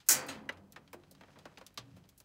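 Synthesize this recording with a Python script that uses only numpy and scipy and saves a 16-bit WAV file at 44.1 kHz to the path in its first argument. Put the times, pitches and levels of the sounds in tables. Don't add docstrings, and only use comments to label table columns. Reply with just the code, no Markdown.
import sys
import numpy as np
from scipy import signal
from scipy.io import wavfile

SR = 44100
rng = np.random.default_rng(int(sys.argv[2]) if len(sys.argv) > 2 else 0)


def to_wav(s):
    ch = np.atleast_2d(s).T
    pcm = np.round(np.clip(ch, -1, 1) * 32767)
    wavfile.write(sys.argv[1], SR, pcm.astype(np.int16))


N = 99136
TIME = np.arange(N) / SR
BAND_EDGES_HZ = 20 * 2 ** np.arange(0, 10, 1 / 3)


def from_db(db):
    return 10 ** (np.asarray(db) / 20)


def power_from_db(db):
    return from_db(2 * db)


def unit_level(x):
    return x / np.sqrt(np.mean(x ** 2) + 1e-20)


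def over_time(rows):
    return np.interp(TIME, *np.transpose(rows))


def at_pitch(rows, hz):
    pitches, values = np.transpose(rows)
    return np.interp(np.log(hz), np.log(pitches), values)


def gritty_noise(power_at):
    noise = rng.standard_normal((2, N))
    noise *= from_db(1.5 * rng.standard_normal(N // 16 + 1).repeat(16)[:N])
    out = np.zeros(N)
    for k, (low, high) in enumerate(zip(BAND_EDGES_HZ, BAND_EDGES_HZ[1:])):
        hz = np.sqrt(low * high)
        band = signal.butter(3 if hz > 2500 else 2, [low, high], "band", fs=SR, output="sos")
        out += signal.sosfilt(band, noise[k % 2] * np.sqrt(power_at(hz)))
    return out * 2


# f/Hz, relative level/dB
AIR_TONE = [(20, -22.5), (55, 1.5), (400, -15.5), (4500, -30), (16000, -36)]
def tunnel_air():
    hiss = gritty_noise(lambda hz: power_from_db(at_pitch(AIR_TONE, hz)))
    return from_db(-71.5) * unit_level(hiss)


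# t/s, level/dB
GRIT_FLOW = [(0, -90), (.06, -69.5), (.7, -74.5), (1.4, -60), (1.75, -67), (1.95, -63.5), (2.25, -77)]
# f/Hz, relative level/dB
GRIT_TONE = [(300, -3), (1500, -8), (6000, -17.5), (16000, -39.5)]
def trickling_grit(grains_per_s=70):
    lands = rng.random(N) < grains_per_s / SR
    grains = lands * power_from_db(rng.normal(4, 4, N))
    flow = power_from_db(over_time(GRIT_FLOW)) * (1 + die_away(grains, fade_s=.025))
    return lambda hz: flow * power_from_db(at_pitch(GRIT_TONE, hz))


# f/Hz, width/Hz, relative level/dB
BOARD_NOTES = [(91.5, 12, -2.5), (147.9, 11, -2.5), (182.3, 31, -1.5), (274.3, 13, -4)]
# t/s, level/dB
RUMBLE_LEVEL = [(0, -68), (.08, -93), (.14, -58), (.5, -61), (.75, -66), (1.46, -63.5), (1.75, -72.5),
                (1.8, -64), (2, -59), (2.25, -85)]
def rumbling_boards():
    out = np.zeros(N)
    for hz, width_hz, db in BOARD_NOTES:
        damping = np.exp(-np.pi * width_hz / SR)
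        feedback = [1, -2 * damping * np.cos(2 * np.pi * hz / SR), damping ** 2]
        shake = rng.standard_normal(N + SR)
        for _ in range(2):
            shake = signal.lfilter([1, 0, -1], feedback, shake)
        out += from_db(db) * unit_level(shake[SR:])
    return unit_level(out) * from_db(over_time(RUMBLE_LEVEL))


# t/s, f/Hz, level/dB, fade time/s (a fade time is the time to drop 60 dB)
BOARD_KNOCKS = [(.15, 519.4, -42.5, 0.73), (0.598, 196.8, -53.5, 0.58), (0.13, 138.4, -49, 0.97),
                (0.291, 272.7, -40.5, 0.2), (0.341, 216, -48, 0.69), (0.933, 351.6, -53, 0.38),
                (1.778, 120.4, -52, 1), (1.928, 140, -49, 0.21)]
def booming_boards(rise_s=.01):
    out = np.zeros(N)
    for start, hz, db, fade_s in BOARD_KNOCKS:
        age = np.maximum(TIME - start, 0)
        loudness = (1 - np.exp(-age / rise_s)) * from_db(db - 60 * age / fade_s)
        out += loudness * np.sin(2 * np.pi * (hz * age + rng.random()))
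    return out


# (f/Hz, level/dB)
STONE_NOTES = [(0.0868, 0.41, [(1535, -36.5), (4670, -35)]), (0.2853, 0.13, [(2650, -42), (4080, -44),
               (6650, -43.5), (8200, -45.5)]), (0.49, 0.043, [(1675, -32), (2010, -28.5), (2900, -37),
               (6100, -48)]), (.762, 0.061, [(1200, -46), (1800, -44.5)]), (1.454, 0.09, [(1080, -51.5),
               (1440, -53)]), (1.613, 0.057, [(535, -48), (1080, -53), (1810, -56)]),
               (1.7759, .07, [(1170, -40.5), (1940, -48), (3300, -41.5)])]
def ringing_stones(rise_s=.0008, width_share=.03):
    out, age = np.zeros(N + SR), np.arange(SR // 2) / SR
    for start, fade_s, notes in STONE_NOTES:
        for hz, db in notes:
            waver = np.sqrt(2 * np.pi * width_share * hz / SR) * rng.standard_normal(len(age)).cumsum()
            loudness = (1 - np.exp(-age / rise_s)) * from_db(db - 60 * age / fade_s)
            note = np.sin(2 * np.pi * (hz * age + rng.random()) + waver)
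            out[int(start * SR):][:len(age)] += loudness * note
    return out[:N]


def die_away(power, fade_s):
    kept_per_sample = power_from_db(-60 / (fade_s * SR))
    return signal.lfilter([1], [1, -kept_per_sample], power + 1e-18)


# f/Hz, fade time/s
TUNNEL_FADE = [(500, 1.28), (1800, 0.57), (4800, 0.23), (12800, 0.14)]
def tunnel_echo(near, hz, db, near_fade_s, length_share=1):
    lingering = die_away(near, length_share * at_pitch(TUNNEL_FADE, hz))
    burst_samples = near_fade_s * SR / np.log(1e6)
    return power_from_db(db) * lingering / burst_samples


PEBBLE_PITCHES = (560, 1700, 4200, 9800)
# t/s, level/dB at each of those four pitches, fade time/s at 2000 Hz. The row at 0.187 s is a
# second puff of the crash's treble; the row at 0.001 s is a sound already under way as the scene opens.
PEBBLE_HITS = [(0.001, -69, -59, -59, -74.5, 0.15), (0.0632, -66, -69, -65.5, -64.5, 0.29),
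               (0.187, -63, -34, -74.5, -60, 0.062), (0.263, -62, -89, -62, -57.5, 0.17),
               (0.2832, -41.5, -37.5, -44.5, -56, 0.32), (0.4918, -33, -33.5, -43, -70, 0.061),
               (0.5236, -55.5, -51.5, -60, -71, 0.08), (0.5706, -84, -62, -63.5, -78, 0.096),
               (0.722, -79.5, -88, -55, -58.5, 0.047), (0.729, -57.5, -61.5, -68.5, -72, 0.089),
               (0.7602, -41.5, -45, -54, -70.5, 0.082), (0.8766, -60, -60.5, -62, -82, 0.06),
               (0.9304, -36, -44.5, -54, -55, 0.08), (1.035, -57, -61, -63.5, -87, 0.061),
               (1.111, -51, -85, -58, -59, 0.086), (1.1492, -55, -66, -59.5, -73.5, 0.054),
               (1.2093, -43.5, -48, -60.5, -73.5, 0.068), (1.2343, -50, -49, -61.5, -86, 0.05),
               (1.282, -47.5, -56, -73, -90, 0.074), (1.3569, -45, -53, -69, -96.5, 0.12),
               (1.3877, -49, -61, -57, -69.5, 0.083), (1.454, -40, -42.5, -53.5, -68, 0.067),
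               (1.5728, -45, -50, -50.5, -75.5, 0.078), (1.583, -73.5, -54.5, -60.5, -66.5, 0.052),
               (1.6115, -50.5, -49, -60.5, -73, 0.079), (1.6645, -71, -59, -50.5, -55.5, 0.078),
               (1.742, -90, -85, -78, -69, 0.054), (1.7743, -40, -44, -35.5, -52, 0.094),
               (1.9641, -50, -61.5, -68, -71.5, 0.14), (2.039, -57, -69, -66, -87, 0.073),
               (2.0895, -78, -73, -61, -64.5, 0.081), (2.177, -72.5, -83, -68.5, -59.5, 0.11),
               (2.2013, -56.5, -62.5, -58.5, -61, 0.077)]
def ticking_pebbles(hz, crack_s=.0013, rise_share=.015):
    near, age = np.zeros(N + SR), np.arange(SR // 4) / SR
    for start, *levels, fade_s in PEBBLE_HITS:
        db = np.interp(np.log(hz), np.log(PEBBLE_PITCHES), levels)
        above_top = max(np.log(hz / PEBBLE_PITCHES[3]), 0)
        db += min(levels[3] - levels[2], 0) * above_top
        progress = age / fade_s * (hz / 2000) ** .21
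        burst = (1 - np.exp(-progress / rise_share)) * power_from_db(-60 * progress)
        crack = power_from_db(3.5) * (age < crack_s) * min(1, .058 / fade_s) ** 2
        near[int(start * SR):][:len(age)] += power_from_db(db) * (burst + crack)
    near = near[:N]
    return near + tunnel_echo(near, hz, db=-18.5, near_fade_s=.05, length_share=.55)


# f/Hz, relative level/dB
CRASH_TONE = [(200, -16), (1000, -9.5), (2000, -6.5), (3900, -14.5), (4900, -6.5), (7600, 0.5),
              (11000, -7.5), (16000, -4.5)]
# f/Hz, fade time/s
WALL_FADE = [(300, 0.047), (2000, .25), (6000, 0.038), (16000, 0.11)]
def crashing_load(hz, start_s=.0867, spread_s=.03, first_rock_s=.003, clump_s=.004):
    age, wall_fade_s = TIME - start_s, at_pitch(WALL_FADE, hz)
    first_rock_db = 8 * (age < first_rock_s) * (hz > 6500)
    thinning_db = 1.5 * np.clip(age / spread_s, 0, 1)
    fading_db = 60 * np.maximum(age - spread_s, 0) / wall_fade_s
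    clumps_db = 3.5 * rng.standard_normal(N).repeat(int(clump_s * SR))[:N] * (age > first_rock_s)
    db = -25 + at_pitch(CRASH_TONE, hz) + first_rock_db - thinning_db - fading_db - clumps_db
    near = (age >= 0) * power_from_db(db)
    return near + tunnel_echo(near, hz, db=-4, near_fade_s=wall_fade_s)


def scene():
    grit = trickling_grit()
    air = tunnel_air()
    rocks = gritty_noise(lambda hz: (hz > 200) * (crashing_load(hz) + ticking_pebbles(hz) + grit(hz)))
    return (rocks + ringing_stones() + rumbling_boards() + booming_boards() + air)[None]


def record(dry, cutoff_hz=15750):
    return signal.sosfilt(signal.ellip(10, .5, 75, cutoff_hz, fs=SR, output="sos"), dry)


dry = scene()
out = record(dry)
to_wav(out)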